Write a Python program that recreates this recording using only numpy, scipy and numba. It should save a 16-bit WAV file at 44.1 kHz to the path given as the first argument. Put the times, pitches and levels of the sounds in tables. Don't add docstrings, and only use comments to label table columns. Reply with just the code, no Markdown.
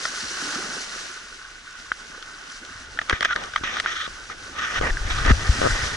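import sys
import numpy as np
from scipy import signal
from scipy.fft import rfft, irfft, next_fast_len
from scipy.io import wavfile
from scipy.ndimage import uniform_filter1d
from numba import njit

SR = 44100
rng = np.random.default_rng(int(sys.argv[2]) if len(sys.argv) > 2 else 0)


def convert_level_to_amplitude(level_db):
    exponent = np.asarray(level_db, float) / 20
    return 10 ** exponent


def persist_wave(psi):
    counts = np.round(np.clip(psi, -1, 1) * 32767).astype(np.int16)
    wavfile.write(sys.argv[1], SR, np.atleast_2d(counts).T)


N = 262836
T = np.arange(N) / SR

# [t/s, foam level/dB, surge among the stones/dB]
WAVE = [(0.0, -37, -3), (0.3, -34.5, -2), (0.68, -35.5, 2.5), (1.04, -38.5, -1.5), (1.14, -43, -2),
        (1.36, -49, -2.5), (1.61, -50.5, -2.5), (1.99, -47, -1.5), (2.36, -48.5, 2.5), (2.56, -46, -3),
        (2.79, -49.5, 1.5), (3.3, -50, 2.5), (3.78, -46.5, 0.5), (4.1, -46, -1), (4.5, -47, 3),
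        (5.4, -37, 5.5), (5.86, -34, 2), (5.96, -38, -1.5)]
# [f/Hz, level/dB]
WATER_COLOUR = [(410, -54), (700, -49), (751, -20), (1120, -0.5), (1500, -1), (1650, -1), (2390, -9),
                (2960, -8.5), (3360, -12.5), (3960, -10), (6040, -8), (7200, -14.5), (10700, -23.5),
                (11100, -22.5), (11500, -96), (15000, -70.5), (22000, -120)]
# [f/Hz, level/dB]
WATER_SIDE = [(60, -1), (340, -10), (690, -1.5), (1050, -8), (1720, -8), (2900, -2), (5000, -9),
              (11600, -3)]
# [f/Hz, phase/rad]
WATER_LEAD = [(780, 0), (1300, .9), (1520, .1), (1850, .2), (2330, 2.6), (3100, 4.3), (4200, 5.6),
              (8800, 6.5)]
# [f/Hz, left minus right level/dB]
WATER_PAN = [(780, 0), (1100, 2), (1330, -4.5), (1550, -3), (2150, 4), (2800, 1), (7000, -1.5), (11600, 1)]
# [f/Hz, level/dB]
SLOSH_COLOUR = [(100, -7), (170, -1.5), (260, -3), (390, -0.5), (520, -2.5), (700, -1.5), (900, 0.5),
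                (1500, -62)]
# [start t/s, end t/s, start level/dB, end level/dB, pressure/dB]
RUBS = [(3.017, 3.045, -27, -60, 3), (3.08, 3.112, -49, -21, 5), (3.126, 3.202, -29, -43, 0),
        (3.222, 3.254, -26, -37, -2), (3.249, 3.271, -18, -36, -3.5), (3.277, 3.333, -34.5, -27, -4),
        (3.358, 3.491, -34, -42, 9), (3.515, 3.583, -47, -35.5, -11), (3.638, 3.807, -27, -29.5, -0.5),
        (3.834, 3.851, -43, -29, 5.5), (3.868, 3.974, -26, -30, -9), (3.979, 4.066, -30.5, -34.5, -11),
        (4.293, 4.331, -37.5, -37, 3), (4.525, 4.584, -49, -30, 2), (4.586, 4.693, -29, -30.5, -4.5),
        (4.7, 4.79, -28, -25.5, -0.5), (4.824, 4.873, -26, -25.5, 10), (4.876, 4.902, -32.5, -30, 10),
        (4.92, 5.108, -54.5, -33, 5.5), (5.105, 5.14, -24.5, -31, 0.5), (5.148, 5.251, -34.5, -29.5, 2.5),
        (5.251, 5.316, -28.5, -19, 7.5), (5.354, 5.683, -36.5, -32, 5), (5.686, 5.953, -30.5, -33.5, 5)]
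# [f/Hz, width/Hz, level/dB]
CASE_MODES = [(655, 320, -1.5), (1239, 166, 0.5), (1490, 290, -4), (1896, 403, -2.5), (2376, 460, -13.5),
              (2810, 1600, -19), (3476, 1150, -14.5), (5920, 4200, -32.5)]
# [f/Hz, side minus mid level/dB]
CASE_SIDE = [(60, -13), (110, -26), (190, -19), (350, -9.5), (620, 2.5), (1120, -6), (2010, -0.5),
             (3610, 1), (6480, -6), (11600, 5)]
# [t/s, level/dB, f/Hz]
CREAK = [
    (3.285, -37, 1480),
    (3.298, -22, 1494),
    (3.316, -16, 1457),
    (3.319, -32, 1485),
    (3.324, -19.5, 1380),
    (3.334, -20, 1420),
    (3.344, -34, 1470),
]
# [t/s, peak level/dB, f/Hz,
# tilt to the left/dB (0.46 of # it is left minus right level), signed direction of the push]
SLIPS = [(.054, -32, 610, -5, 1), (1.80, -46, 248, 0, 0.88), (1.918, -37, 308, 4, 0.82),
         (2.1, -42, 282, -2, 0.85), (4.301, -49, 303, 6, 0.5), (3.21, -22.5, 600, 1, 0.93),
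         (3.015, -33, 655, 12, 0.86), (3.128, -15.5, 436, 2, -0.91), (3.361, -35.5, 600, -20.5, 0.97),
         (3.61, -32.5, 298, 3, -1), (3.636, -21.5, 350, 1, -0.48), (4.078, -25, 590, 7, 0.89),
         (4.812, -11.5, 520, 7.5, 1), (5.106, -27, 600, 6, 0.87), (5.262, -17, 415, 3, 1),
         (5.299, -20, 193, 14, 0.73), (5.3068, -6, 220, 6, 1)]
# [t/s, peak level/dB, ring f/Hz, crack level/dB]
KNOCKS = [(2.974, -27, 1440, -24), (2.99, -8, 1800, -30), (3.015, -21, 1900, -19), (3.097, -9.5, 1300, -16),
          (3.107, -17, 1610, -27), (3.129, -9, 1600, -33), (3.208, -16.5, 1750, -10),
          (3.218, -26, 1880, -17), (3.228, -10.5, 1580, -18.5), (3.249, -17, 1600, -8),
          (3.255, -12.5, 1700, -23), (3.31, -11.5, 1550, -32), (3.361, -15.5, 1670, -16),
          (3.537, -25, 1530, -23), (3.561, -7.5, 1310, -24), (3.578, -22.5, 1550, -34),
          (3.637, -22.5, 1200, -21), (3.769, -15.5, 1490, -20), (3.8, -12.5, 1870, -15.5),
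          (3.861, -7.5, 1500, -41), (4.075, -36, 1520, -21), (4.3, -25, 1270, -35), (4.812, -22, 1500, -18),
          (4.905, -20, 1750, -24), (4.971, -18.5, 1650, -35), (5.25, -23, 1760, -15),
          (5.262, -25.5, 1260, -4)]
# [t/s, peak level/dB, ring f/Hz, crack level/dB]
TAPS = [
    (0.054, -12, 1437, -28),
    (1.918, -7.5, 1490, -49),
]
# [t/s, peak level/dB]
TICKS = [
    (1.8, -46),
    (2.226, -38.5),
    (2.5, -44),
    (2.65, -42),
    (2.86, -48),
    (3.438, -36),
    (3.829, -41),
]
# [t/s, level/dB]
GUSTS = [
    [(2.66, -61), (2.8, -52), (3.21, -56), (3.53, -49.5), (3.87, -52), (4.19, -54.5), (4.57, -50.5),
     (4.71, -51), (4.82, -33), (4.94, -37), (4.99, -34), (5.21, -31), (5.6, -30), (5.87, -34.5),
     (5.96, -39)],
]
# [t/s, peak level/dB, f/Hz, cycles to the crest]
THUMPS = [(0.221, -44.5, 165, 3.5), (2.757, -37.5, 110, 0.24), (2.812, -52, 50, 0.28),
          (1.915, -45, 70.4, 0.53), (3.132, -15, 61, 0.15), (3.229, -39, 70, 0.21),
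          (3.611, -33, 62.4, 0.26), (4.789, -33, 44.6, 0.31), (4.814, -30, 40.7, 0.44),
          (4.907, -14, 33, 0.42), (5.007, -18.5, 36.4, 0.27), (5.051, -19.5, 44.7, 0.38),
          (5.11, -22, 40, 0.41), (5.249, -14, 30, 0.73), (5.282, -10, 60, 0.59), (5.312, -2.5, 68, 0.49),
          (5.492, -3, 71, 0.42), (5.713, -16.5, 42.3, 0.64)]


def water():
    foam_db, surge_db = columns(WAVE)
    over_crest_db = foam_db + 35
    lap_db = -38.5 + 0.68 * over_crest_db + 0.46 * surge_db
    slosh_db = -43 + surge_db + 0.78 * over_crest_db
    swell_db = 0.8 * walk(14)
    pair = []
    for _ in range(2):
        popping = bubbles(count=12000, lo_hz=2735, hi_hz=10070, cycles=3.85, scatter_db=3.5, glide=0.182)
        lapping = bubbles(count=2500, lo_hz=970, hi_hz=2300, cycles=3.73, scatter_db=2.5, glide=0.177)
        pockets = bubbles(count=500, lo_hz=200.2, hi_hz=600, cycles=4.16, scatter_db=3.5, glide=0.236)
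        fizz = noise() + convert_level_to_amplitude(-5) * band(popping, 3860, 8300)
        lap = noise() + convert_level_to_amplitude(-13.0) * lapping
        slosh = noise() + convert_level_to_amplitude(-14) * pockets

        high = unit(band(tint(fizz, WATER_COLOUR), 2130, 16700))
        middle = unit(band(tint(lap, WATER_COLOUR), 750, 2500))
        middle = unit(middle + convert_level_to_amplitude(8) * band(middle, 1450, 1530, order=1))
        low = unit(tint(band(slosh, 130, 2300), SLOSH_COLOUR))

        ripples = convert_level_to_amplitude(-55.5 + 0.53 * walk(51)) * unit(band(fizz, 2000, 4220))
        foam = convert_level_to_amplitude(foam_db + 2.0 + swell_db + 1.0 * walk(30)) * high
        laps = convert_level_to_amplitude(lap_db + 2.0 + swell_db + 1.4 * walk(25.53)) * middle
        sloshes = convert_level_to_amplitude(slosh_db - 1.5 + 1.1 * walk(19)) * low
        pair.append(ripples + foam + laps + sloshes)
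    return convert_level_to_amplitude(1.5) * facing(*pair)


def bubbles(count, lo_hz, hi_hz, cycles, scatter_db, glide):
    when, pitch, chance = rng.random((count, 3)).T
    start = (when * N).astype(np.int64)
    hz = lo_hz * (hi_hz / lo_hz) ** pitch
    size = convert_level_to_amplitude(-scatter_db * np.log(1.01 - chance))
    return unit(rings(start, hz, np.full(count, 1. * cycles), size, glide, N))


def facing(mid, other):
    size = next_fast_len(N)
    lead = spread(WATER_LEAD, size)
    pan_db = spread(WATER_PAN, size)
    diff = tint(other, WATER_SIDE)
    out = []
    for way in (1, -1):
        turn = np.exp(.5j * way * lead) * convert_level_to_amplitude(way * pan_db / 2)
        out.append(irfft(rfft(mid + way * diff, size) * turn, size)[:N])
    return np.array(out)


def rubbing():
    slips = []
    for _ in range(2):
        size = convert_level_to_amplitude(-2.0 * np.log(1.01 - rng.random(N)))
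        slips.append(noise() * size * (rng.random(N) < .3))
    slips = np.array(slips)
    grip = convert_level_to_amplitude(1.3 * walk(90))
    ring = case(slips, -68, -60, wander_db=2.55)
    upper = band(ring, 1690, 2035)
    top = band(case(slips, 0, -62, wander_db=2.5), 2450, 4270)
    top = top + convert_level_to_amplitude(-20) * np.std(ring) * unit(band(slips, 5330, 6420))
    body = convert_level_to_amplitude(-12.5) * unit(band(slips, 178, 1130))

    ring_gain, upper_gain, top_gain, body_gain = np.zeros((4, N))
    for start, end, start_db, end_db, pressure_db in RUBS:
        times = [start - .004, start, end, end + .005]
        db = np.interp(T, times, [start_db - 12, start_db, end_db, end_db - 12], -120, -120)
        top_db = db + 4.06 - 0.22 * (db + 30) - 0.38 * max(pressure_db, 0)
        ring_gain = ring_gain + convert_level_to_amplitude(db)
        upper_gain = upper_gain + convert_level_to_amplitude(db - 9 - .4 * pressure_db)
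        top_gain = top_gain + convert_level_to_amplitude(top_db)
        body_gain = body_gain + convert_level_to_amplitude(db + pressure_db)
    shell = (ring_gain * ring + upper_gain * upper + top_gain * top) / np.std(ring)
    mid, other = grip * (shell + body_gain * body)

    creak_db, creak_hz = columns(CREAK)
    creak = convert_level_to_amplitude(creak_db + 1.5 * walk(130)) * np.sin(2 * np.pi * np.cumsum(creak_hz) / SR)
    return ports(mid + creak, other, CASE_SIDE, alike=0.41)


def case(x, bright_db=0, body_db=0, wander_db=0):
    out = 0
    for k, (hz, width, db) in enumerate(CASE_MODES):
        trim_db = bright_db if k > 4 else body_db if k == 0 else 0
        touch_db = wander_db * walk(18) if wander_db else 0
        b, a = signal.iirpeak(hz, hz / width, SR)
        mode = signal.lfilter(b, a, signal.lfilter(b, a, x))
        out = out + (-1) ** k * convert_level_to_amplitude(db + trim_db + touch_db) * mode
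    return out


def ports(mid, other, side, alike):
    alike = np.clip(alike, 0, 1)
    diff = alike * tint(mid, side, 1j) + np.sqrt(1 - alike ** 2) * tint(other, side)
    return np.array([mid + diff, mid - diff])


def sticking():
    s, db, hz, pan_db, way = np.transpose(list(SLIPS) + judder_slips())
    out = []
    for lag_s, side in ((0, -0.24), (.0007, -0.7)):
        start = ((s + lag_s) * SR).astype(np.int64)
        size = way * convert_level_to_amplitude(db + 8.0 + side * pan_db)
        pulse = rings(start, hz, np.full(len(s), .9), size, 0., N)
        out.append(pulse + convert_level_to_amplitude(16.5) * case(pulse, -1, -30))
    return np.array(out)


def judder_slips():
    count = 8
    gaps_s = np.interp(np.linspace(0, 1, count - 1), [0, .5, 1], (.0115, .0052, .0082))
    times = 5.6162 + np.append(0, np.cumsum(gaps_s))
    dips = np.interp(np.linspace(0, 1, count), [0, .14, .58, .75], [0, 1, .8, 0])
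    return [(s, -7.5 - 5 * dip, 564, 11, -1) for s, dip in zip(times, dips)]


def knocks():
    length = 4096
    out = np.zeros((2, N + length))
    t = T[:length]
    pan_db = np.array([[1.5], [-1.5]]) / 2
    hits = list(TAPS) + list(KNOCKS) + [(s, db, 1500, -1) for s, db in TICKS]
    for s, db, hz, crack_db in hits:
        t60_s = 0.014 * convert_level_to_amplitude(-.3 * (db + 21))
        ring = -np.sin(2 * np.pi * hz * t) * convert_level_to_amplitude(-60 * t / t60_s) * (1 - np.exp(-t / 0.00068))
        u, v = rng.standard_normal((2, length))
        burst = (u + .6 * np.array([v, -v])) * np.exp(-t / .0024)
        tail = case(burst, -1.8, -9.5)
        crack = band(burst, 2400, 5800) + convert_level_to_amplitude(7) * band(burst, 3100, 3400, order=1)
        hit = ring / ring.max()
        hit = hit + convert_level_to_amplitude(0.29 * crack_db + 6.5) * tail / np.abs(tail).max()
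        hit = hit + convert_level_to_amplitude(crack_db + 15.0) * crack / np.abs(crack).max()
        i = int((s - .0006) * SR)
        out[:, i:i + length] += convert_level_to_amplitude(db + pan_db) * hit
    return out[:, :N]


def rumble():
    gust = sum(convert_level_to_amplitude(columns(g)[0] + 2.0 + 2.4 * walk(24)) for g in GUSTS)
    pair = []
    for _ in range(2):
        wind = gust * unit(band(noise(), 9.9, 94, order=3))
        harbour = convert_level_to_amplitude(-55) * unit(band(band(noise(), 19.5, 38.0, order=1), 11, 190))
        pair.append(wind + harbour)
    mid, other = pair
    for s, db, hz, crest in THUMPS:
        i = int(s * SR)
        turns = T[:N - i][:SR // 2] * hz
        swell = turns / crest * np.exp(1 - turns / crest)
        mid[i:i + SR // 2] += convert_level_to_amplitude(db) * swell * np.sin(2 * np.pi * turns / (1 + 0.09 * turns))
    return mid * convert_level_to_amplitude(np.array([[1.6], [-1.6]])) + convert_level_to_amplitude(-20) * other * np.array([[1], [-1]])


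@njit
def rings(start, hz, cycles, size, glide, length):
    out = np.zeros(length)
    for k in range(len(start)):
        a, f, p, i = size[k], hz[k] / SR, 0., start[k]
        while abs(a) > .002 * abs(size[k]) and i < length and f < .45:
            out[i] += a * np.sin(2 * np.pi * p)
            p += f
            a *= 1 - f / cycles[k]
            f *= 1 + glide * f / cycles[k]
            i += 1
    return out


def unit(x):
    return x / np.sqrt(np.mean(x ** 2))


def noise():
    return rng.standard_normal(N)


def band(x, lo_hz, hi_hz, order=2):
    return signal.sosfilt(signal.butter(order, [lo_hz, hi_hz], "band", fs=SR, output="sos"), x)


def spread(table, size):
    hz, value = np.transpose(table)
    bins = np.log(np.arange(1, size // 2 + 2) * SR / size)
    return np.interp(bins, np.log(hz), value)


def tint(x, table, turn=1):
    size = next_fast_len(N)
    return irfft(rfft(x, size) * turn * convert_level_to_amplitude(spread(table, size)), size)[:N]


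def walk(rate):
    k = int(SR / rate)
    steps = np.repeat(rng.standard_normal(N // k + 1), k)
    return 1.43 * uniform_filter1d(uniform_filter1d(steps, k), k)[:N]


def columns(table):
    s, first, *rest = np.transpose(table)
    return [np.interp(T, s, first, -120, -120)] + [np.interp(T, s, c) for c in rest]


def scene():
    return water() + rubbing() + sticking() + knocks() + rumble()


def band_limit(x):
    return signal.sosfilt(signal.butter(12, 12230, fs=SR, output="sos"), x)


def record(dry):
    soft = np.tanh(1.037 * dry) / 1.133
    top_cut = signal.ellip(8, .2, 60, 10950, fs=SR, output="sos")
    return band_limit(signal.sosfilt(top_cut, soft))


dry = scene()
out = record(dry)
persist_wave(out)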